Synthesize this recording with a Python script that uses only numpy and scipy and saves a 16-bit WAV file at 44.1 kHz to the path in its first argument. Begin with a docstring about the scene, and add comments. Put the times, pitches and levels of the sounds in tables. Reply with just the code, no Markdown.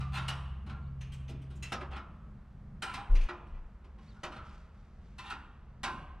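"""Knocks ring from the sheet-metal panel of an idle outdoor cooling unit beside a house wall, as its
screws are backed out. Each impact excites the cabinet's damped modes; a small steel driver clinks in
its own modes and scrapes by stick-slip friction, and fingers slide softly. Behind the work, traffic
rumbles, a distant engine hums and fades, and a far bird chirps twice. One deep thump shakes the
microphone."""
import sys
import numpy as np
from scipy import signal
from scipy.fft import rfft, irfft, next_fast_len
from scipy.io import wavfile
from scipy.ndimage import uniform_filter1d, map_coordinates

SR = 44100
rng = np.random.default_rng(int(sys.argv[2]) if len(sys.argv) > 2 else 0)


def waveform_to_disk(signal):
    """Save audio, clipped to [-1, 1], as 16-bit WAV at the path in sys.argv[1]."""
    frames = np.transpose(np.atleast_2d(signal))
    scaled = np.clip(frames, -1, 1) * 32767
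    samples = np.round(scaled).astype(np.int16)
    wavfile.write(sys.argv[1], SR, samples)


N = 273420
TIME, RING_TIME = np.arange(N) / SR, np.arange(SR) / SR


def amp(db):
    return 10 ** (np.asarray(db) / 20)


def unit_rms(x):
    return x / np.sqrt(np.mean(x ** 2) + 1e-20)


def onset_rms(x, size=1100):
    return np.sqrt(np.mean(x[0, :size] ** 2) + 1e-20)


def value_at(points, hz):
    """Interpolation on a logarithmic frequency axis."""
    frequencies, values = np.transpose(points)
    return np.interp(np.log(hz + 1), np.log(frequencies + 1), values)


def add(mix, start, sound):
    part = mix[:, max(round(start * SR), 0):][:, :sound.shape[1]]
    part += sound[:, :part.shape[1]]


def colour(x, points):
    """Zero-phase filtering by a curve of (Hz, dB) points."""
    size = next_fast_len(x.shape[-1] + 4096)
    gain = amp(value_at(points, np.fft.rfftfreq(size, 1 / SR)))
    return irfft(rfft(x, size) * gain, size)[..., :x.shape[-1]]


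def noise(spectrum, size):
    """Uncorrelated mid and side noise of one spectrum."""
    return unit_rms(colour(rng.standard_normal((2, size)), spectrum))


def gesture(start, length, attack_s, fall_db_per_s, release_s):
    """An envelope of linear rise, exponential decay and linear release."""
    t = TIME - start
    fall = amp(-fall_db_per_s * np.clip(t - attack_s, 0, length))
    return np.clip(t / attack_s, 0, 1) * fall * np.clip((length - t) / release_s, 0, 1)


# Spectrum of the outdoor air. Each row: frequency in Hz, relative level in dB.
AIR_SPECTRUM = [(12, -37), (20, -4), (70, 2), (108, -21.5), (143, -17.5), (211, -16.5), (263, -27),
                (457, -28), (571, -28.5), (841, -30), (1270, -30), (1590, -34.5), (2040, -38.5),
                (2480, -44), (15000, -69)]

def air(level_db=-51.5):
    """Quiet outdoor air is stationary noise, strongest in the bass."""
    return amp(level_db) * noise(AIR_SPECTRUM, N)


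# Spectrum of far traffic. Each row: frequency in Hz, relative level in dB.
TRAFFIC_SPECTRUM = [(40, -15), (85, -2), (110, -3), (135, 2.5), (170, -3.5), (210, -1.5), (270, -21),
                    (450, -27.5), (1500, -78.5)]
# Its swells. Each row: centre in seconds, half-width in seconds, lift in dB.
TRAFFIC_SWELLS = [(2.748, 0.35, 7), (4.356, 0.081, 6.5), (5.766, 0.12, 6)]

def traffic(start_db=-50, fall_db_per_s=3, rest_db=-60, drift_db=2.96):
    """Amplitude-modulated noise: far traffic recedes to a low rumble that drifts and swells."""
    drift = unit_rms(sum(np.sin(2 * np.pi * (hz * TIME + rng.random())) for hz in np.geomspace(1, 5, 12)))
    level_db = np.maximum(start_db - fall_db_per_s * TIME, rest_db) + drift_db * drift
    level_db += sum(lift * np.exp(-((TIME - centre) / half) ** 2) for centre, half, lift in TRAFFIC_SWELLS)
    return amp(level_db) * noise(TRAFFIC_SPECTRUM, N)


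# Exhaust harmonics. Each row: time in seconds, relative levels of the first and second in dB.
EXHAUST_LEVELS = [(0.0, -44, -35.5), (0.12, -39.5, -41), (0.28, -44, -38.5), (0.69, -41.5, -57),
                  (0.87, -47.5, -43.5), (1.59, -47.5, -46.5), (1.74, -56, -53), (2.0, -39, -54)]
# A fainter hum. Each row: frequency in Hz, starting level in dB, decay in dB per second.
FAINT_HUM = [(84, -46.5, 6.5), (170, -55, 4)]

def engine(firing_hz=66.7, waver_hz=0.93, second_trim_db=-1, end_s=2.052, fade_s=0.12):
    """Periodic exhaust pulses give harmonics of the firing rate; a fainter hum wavers with them."""
    times, first_db, second_db = np.transpose(EXHAUST_LEVELS)
    waver = unit_rms(colour(rng.standard_normal(N), [(6, -16), (20, -29), (60, -100)]))
    phase = 2 * np.pi * np.cumsum(firing_hz + waver_hz * waver) / SR
    hum = amp(np.interp(TIME, times, first_db)) * np.sin(phase)
    hum += amp(second_trim_db + np.interp(TIME, times, second_db)) * np.sin(2 * phase)
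    hum += sum(amp(db - fall * TIME) * np.sin(phase * hz / firing_hz) for hz, db, fall in FAINT_HUM)
    return np.sqrt(2) * hum * np.clip((end_s - TIME) / fade_s, 0, 1)


# Bird calls. Each row: start, length and time to the lowest note in seconds, level in dB.
BIRD_CHIRPS = [(0.817, 0.075, 0.038, -80), (4.067, 0.064, 0.055, -70.5)]

def bird(low_hz=3570, swing_hz=984, swing_s=0.057, echo_db=-3, echo_t60=0.13):
    """Frequency-modulated whistles swoop to one low note, smeared by reverberation between walls."""
    out = np.zeros((2, N))
    for start, length, lowest_s, db in BIRD_CHIRPS:
        t = np.arange(0, length, 1 / SR)
        hz = low_hz + swing_hz * np.sin(np.pi * (t - lowest_s) / swing_s) ** 2
        whistle = amp(db) * np.sin(2 * np.pi * np.cumsum(hz) / SR) * signal.windows.tukey(len(t), .5)
        walls = rng.standard_normal((2, SR)) * amp(-60 * RING_TIME / echo_t60)
        echo = signal.fftconvolve(whistle[None], walls / np.linalg.norm(walls[0]), axes=1)
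        add(out, start, np.outer([1, .5], whistle))
        add(out, start, amp(echo_db) * echo)
    return out


# The thump and a faint shake after it. Each row: start in seconds, length in seconds, level in dB.
MICROPHONE_SHAKES = [(3.093, 0.178, -17.5), (3.503, 0.179, -38.5)]

def thump(start_hz=32.3, sag_hz_per_s=46.6, rustle_db=-21):
    """A damped oscillation: a few deep swings slow as they die, carrying a dull rustle."""
    spectrum = [(20, -22), (60, 2.5), (110, -15), (220, -25), (500, -24.5), (1500, -45), (5000, -59)]
    rustle = amp(rustle_db) * noise(spectrum, N)[0]
    out = np.zeros(N)
    for start, length, db in MICROPHONE_SHAKES:
        t = np.clip(TIME - start, 0, length)
        swing = np.sqrt(2) * np.sin(2 * np.pi * (start_hz - sag_hz_per_s * t / 2) * t)
        envelope = gesture(start, length, attack_s=.032, fall_db_per_s=78, release_s=.014)
        out += amp(db) * envelope * (swing + rustle)
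    return out


# Finger strokes. Each row: start in seconds, length in seconds, relative level in dB.
FINGER_STROKES = [(3.987, 0.49, -73), (4.424, 0.34, -69), (4.719, 0.61, -79), (5.005, 0.39, -82.5)]
# Spectrum of sliding skin. Each row: frequency in Hz, relative level in dB.
SKIN_SPECTRUM = [(800, -19.5), (2000, 1.5), (3200, -2.5), (6000, -8.5), (9000, -18), (14000, -34)]

def fingers(gain_db=1, grain=0.19):
    """Sliding friction of skin on tool and paint hisses as the loosened screw is spun out."""
    strokes = sum(amp(db) * gesture(start, length, attack_s=.048, fall_db_per_s=19, release_s=.21)
                  for start, length, db in FINGER_STROKES)
    grip = 1 + grain * unit_rms(uniform_filter1d(rng.standard_normal(N), 200))
    return amp(gain_db) * noise(SKIN_SPECTRUM, N) * grip * strokes


# Damping of the brief and the lingering modes. Each row: frequency in Hz, 60 dB decay time in seconds.
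SHORT_DECAY = [(300, 0.14), (1100, 0.31), (2600, 0.13), (5000, 0.18), (9000, 0.082), (14000, 0.13)]
LONG_DECAY = [(300, 1), (1100, 1), (2600, 0.95), (5000, 0.51), (12000, 0.52)]
# Share of the lingering modes. Each row: frequency in Hz, relative level in dB.
LINGERING_SHARE = [(300, -2.5), (600, -2.5), (1100, 0.5), (1900, -14), (2600, -13.5), (5000, -14.5),
                   (12000, -22)]

def dense_ring(spectrum, long_db):
    """Overlapping modes act as decaying noise: most die fast, some linger in the cabinet and yard."""
    hz, t, spectrogram = signal.stft(noise(spectrum, SR), SR, nperseg=256)
    hz = hz[:, None]
    short = amp(-60 * t / value_at(SHORT_DECAY, hz))
    long = amp(value_at(LINGERING_SHARE, hz) + long_db - 60 * t / value_at(LONG_DECAY, hz))
    ring = signal.istft(spectrogram * np.hypot(short, long), SR, nperseg=256)[1][:, :SR]
    # each point of contact feeds some groups of modes and starves others
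    group_hz = np.cumsum(np.geomspace(45, 260, 130))
    ring = colour(ring, np.c_[group_hz, 3.5 * rng.standard_normal(len(group_hz))])
    return ring / onset_rms(ring)


def modal_ring(modes, scatter_db, max_t60):
    """Superposed damped sinusoids, weighted anew at each blow; the hand limits their decay time."""
    hz, db, t60 = np.transpose(modes)
    damping = np.log(1000) / np.clip(t60, .02, max_t60)
    waves = np.exp((2j * np.pi * hz - damping)[:, None] * RING_TIME)
    weights = amp(db + scatter_db * rng.standard_normal((2, len(hz))))
    phasors = np.exp(2j * np.pi * rng.random((2, len(hz))))
    ring = ((weights * phasors) @ waves).real
    return ring / onset_rms(ring)


def resonate(ring, hz, lift_db, q=18):
    """A resonant filter lifts one frequency of the struck metal."""
    return ring + (amp(lift_db) - 1) * signal.lfilter(*signal.iirpeak(hz, q, SR), ring)


def impact(crack, crack_s=.002, rise_s=.005):
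    """The onset transient: a first crack, then vibration spreading through the metal."""
    return 1 - np.exp(-RING_TIME / rise_s) + crack * np.exp(-RING_TIME / crack_s)


# The panel's clear modes. Each row: frequency in Hz, relative level in dB, 60 dB decay time in seconds.
PANEL_MODES = [(352, -5, 0.4), (609.4, -9, 0.34), (789.3, 11, 0.1), (809, -7, 0.42), (877, -5.5, .6),
               (1019, -2, 0.49), (1033, -1.5, 0.41), (1098, -4, 0.6), (1327, 6, 0.19), (1327, -8.5, 0.27),
               (1381, 2, 0.45), (1450, 1, 0.35), (1853, -14.5, 0.53), (2170, -13, 0.4), (2430, -5.5, 0.26),
               (2630, -7, 0.33), (2870, -21, 0.27), (2970, -10, 0.16), (3770, -11.5, 0.27),
               (4130, -3.5, 0.072)]
# The cabinet's crowd of weaker modes. Each row: frequency in Hz, relative level in dB.
CABINET_SPECTRUM = [(150, -11.5), (240, -7), (350, -10.5), (500, -14.5), (760, -9.5), (1380, -5.5),
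                    (1700, -7.5), (2100, -9), (2800, -7.5), (4200, -20.5), (7400, -33.5), (8700, -29),
                    (11000, -39.5), (15000, -60)]

def panel_ring(long_db, modes_db, scatter_db, max_t60):
    """The impulse response of the sheet metal is the sum of its dense and its clear modes."""
    dense = dense_ring(CABINET_SPECTRUM, long_db)
    return dense + amp(modes_db) * modal_ring(PANEL_MODES, scatter_db, max_t60)


# Driver strokes. Each row: start and length in seconds, level in dB, treble tilt in dB per octave.
SCRAPE_STROKES = [(0.105, 0.1, -43, 4), (0.695, 0.11, -62.5, -8), (1.891, 0.1, -51.5, -0.5),
                  (2.834, .10, -44.5, 3.5), (2.90, 0.12, -54.5, 4.5), (3.517, 0.08, -65.5, -0.5),
                  (4.125, 0.084, -65, -37), (4.342, 0.12, -68, -24), (5.201, 0.14, -51.5, 4),
                  (5.282, 0.083, -47, -2.5), (5.838, .055, -41, -7)]
# Colour of metal rubbing metal. 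Each row: frequency in Hz, relative gain in dB.
SCRAPE_FILTER = [(300, -10.5), (600, -10.5), (780, 1.5), (1000, 2.5), (1400, 0), (1750, 1), (2500, 1),
                 (12000, -5)]

def scrapes(slips_per_s=500, spread_db=3):
    """Stick-slip friction: a swell of tiny uneven impulses drives the panel."""
    out = np.zeros((2, N))
    for start, length, db, tilt_db in SCRAPE_STROKES:
        size = int(length * SR)
        slipping = rng.random(SR)[:size] < slips_per_s / SR
        force = amp(spread_db * np.minimum(rng.exponential(1, SR)[:size], 3))
        slips = slipping * force * np.hanning(size)
        ring = panel_ring(long_db=-6.5, modes_db=0, scatter_db=2.5, max_t60=.35)
        stroke = colour(signal.fftconvolve(slips[None], ring, axes=1), SCRAPE_FILTER)
        stroke = colour(stroke, [(1500, 0), (12000, 3 * tilt_db)])  # three octaves
        add(out, start, amp(db) * stroke / onset_rms(stroke, size))
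    return out


# The driver's modes. Each row: frequency in Hz, relative level in dB, 60 dB decay time in seconds.
DRIVER_MODES = [(2528, 3, .2), (2674, 4, .26), (3206, -6, .15), (4030, -2, .17), (6285, -11, .16),
                (6600, -14, .12), (8260, -20, .1), (9610, -19, .08), (12680, -24, .07)]
# Its rattle in the socket. Each row: frequency in Hz, relative level in dB.
RATTLE_SPECTRUM = [(900, -25), (1900, -11), (2550, -7), (3150, -9.5), (3600, -15), (4050, -17),
                   (4700, -19.5), (5800, -19), (6400, -20.5), (7300, -27), (9300, -18.5), (11000, -39),
                   (12700, -28.5), (15000, -43)]
# Its touches on a screw. Each row: start in seconds, strength in dB, relative treble in dB,
# point of contact from 0 at the tip to 1 on the shaft.
DRIVER_TOUCHES = [(0.279, -45, -9, 1), (1.008, -47, -14, 0.029), (1.119, -49, -13.5, 0.86),
                  (1.132, -54.5, -3, 0.6), (1.198, -74, -5, 0.89), (1.279, -50, -23, 0.03),
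                  (1.416, -60.5, -12.5, 1), (1.555, -61.5, 2, 0.4), (1.625, -36.5, -9.5, 0.3),
                  (2.822, -44, 1, 0.98), (2.937, -44, -15, 0.91), (3.151, -40, -17, 0.028),
                  (3.208, -45, -21, 0.11), (3.228, -53.5, -10, 0.025), (3.466, -65, -20, 0.92),
                  (5.833, -49, 10, 0.97)]

def clinks(gain_db=-8.5, usual_treble_db=-15, firm_db=-36):
    """Free vibration of the steel driver, ringing higher when touched farther up the shaft."""
    out = np.zeros((2, N))
    for start, strength_db, treble_db, place in DRIVER_TOUCHES:
        # a light touch stays in contact and is muffled; a firm one rebounds and rings clear
        clear_db = 3 + 2.76 * (strength_db - firm_db)
        clear = amp(clear_db) * modal_ring(DRIVER_MODES, scatter_db=8, max_t60=.3)
        rattle = dense_ring(RATTLE_SPECTRUM, long_db=3.5)
        rattle = resonate(rattle, hz=np.interp(place, (0, 1), (2420, 3250)), lift_db=5)
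        rattle = resonate(rattle, hz=np.interp(place, (0, 1), (6280, 8500)), lift_db=9)
        shelf = [(4500, 0), (7000, treble_db - usual_treble_db)]
        ring = colour(rattle / onset_rms(rattle) + clear, shelf) * impact(crack=.15)
        add(out, start, amp(strength_db + gain_db) * ring / onset_rms(ring))
    return out


# Edges of the bands that shape a knock, in Hz.
KNOCK_BAND_EDGES = (250, 700, 1800, 4000, 8000, 15000)
# Spectrum of a knock of middling hardness. Each row: frequency in Hz, relative level in dB.
KNOCK_SPECTRUM = [(1100, -12), (2700, -14.5), (5700, -20.5), (11000, -32)]
# Knocks. Each row: start in seconds, strength in dB, relative body below 700 Hz in dB, hardness as
# treble tilt in dB per octave, lingering ring in dB, resonance favoured at that spot in Hz.
PANEL_KNOCKS = [(0.003, -36, -24, -0.5, 5.5, 1200), (0.145, -45, -42, 4, 12, 1430),
                (0.168, -28, -29, 0.4, 7, 1120), (0.281, -26.5, -26, 3, -1, 2885),
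                (0.665, -43.5, -12, -0.5, 8, 1100), (0.695, -36, -26, -3, -7, 1370),
                (1.291, -53.5, 9.5, 6, -6, 640), (1.503, -54.5, -3, 3.5, 8, 372),
                (1.72, -25.5, -13.5, 1, -12, 1270), (1.808, -31, -14, -4.5, -23, 367),
                (1.911, -39, -12, -3.5, -17, 1270), (1.961, -31, -19, -3.5, -4.5, 1290),
                (2.821, -26.5, -21.5, 2, -3.5, 1413), (2.938, -32, -23, 2, -2.5, 1063),
                (2.974, -28, -27.5, -10, 2, 824), (3.286, -26, -18, -4.5, -7, 360),
                (3.842, -52.5, -8.5, -1, -3, 1085), (3.982, -51, -10, -2, -5, 1065),
                (4.233, -28.5, -13, 0.54, -5.5, 624), (4.318, -37.5, -29, -1.5, 10, 1510),
                (4.36, -41, -17.5, -0.5, 0, 1326), (5.183, -33.5, -28.5, 1.25, 5.5, 1005),
                (5.3, -30.5, -45, 1, -3.5, 1480), (5.31, -56, 2.5, 5, 12, 1340),
                (5.833, -24.5, -17.5, 2, -1.5, 1052)]

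def knocks(gain_db=-3):
    """Impact excitation: the panel's spectrum depends on how hard and where the tool lands."""
    out, edges = np.zeros((2, N)), np.array(KNOCK_BAND_EDGES)
    bands = [signal.butter(3, pair, "band", fs=SR, output="sos") for pair in zip(edges[:-1], edges[1:])]
    centres = np.sqrt(edges[:-1] * edges[1:])
    for start, strength_db, body_db, tilt_db, long_db, spot_hz in PANEL_KNOCKS:
        ring = panel_ring(long_db, modes_db=min(long_db, 3) / 2 - 1.5, scatter_db=3, max_t60=.94)
        ring = resonate(ring, spot_hz, lift_db=11.5, q=25) * impact(crack=.2)
        natural_db = 20 * np.log10([onset_rms(signal.sosfilt(band, ring)) for band in bands])
        treble_db = value_at(KNOCK_SPECTRUM, centres[1:]) + tilt_db * np.log2(centres[1:] / centres[1])
        band_gain_db = np.r_[body_db, treble_db] - natural_db
        add(out, start, amp(strength_db + gain_db) * colour(ring, np.c_[centres, band_gain_db]))
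    return out


# Stereo width. Each row: frequency in Hz, gain of the side signal in dB.
SIDE_GAIN = [(100, -28), (500, -19), (1000, -16), (2500, -15), (5000, -12), (9000, -11), (13000, -8)]

def scene():
    """Superposition at two close microphone ports, which hear nearly the same sound."""
    mid, side = knocks() + clinks() + scrapes() + fingers() + bird() + traffic() + air()
    shake = thump()
    mid = mid + engine() + shake
    side = colour(side, SIDE_GAIN) + amp(-23.5) * shake
    lag_samples = .05 + .27 * TIME  # the left port hears the work later as it drifts to the right
    left = map_coordinates(mid + side, [np.arange(N) - lag_samples], order=5, mode="nearest")
    return np.array([left, mid - side])


# Response of the slightly duller left port. Each row: frequency in Hz, gain in dB.
LEFT_RESPONSE = [(250, 0), (1100, -.8), (2500, 0), (8500, 0), (12500, -4)]

def record(dry, cutoff_hz=15600):
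    """Linear filtering: the microphone's frequency response, then a low-pass band limit."""
    ports = np.array([colour(dry[0], LEFT_RESPONSE), dry[1]])
    low_pass = signal.firwin(511, cutoff_hz, window=("kaiser", 9), fs=SR)
    return signal.oaconvolve(ports, low_pass[None], "same")


dry = scene()
out = record(dry)
waveform_to_disk(out)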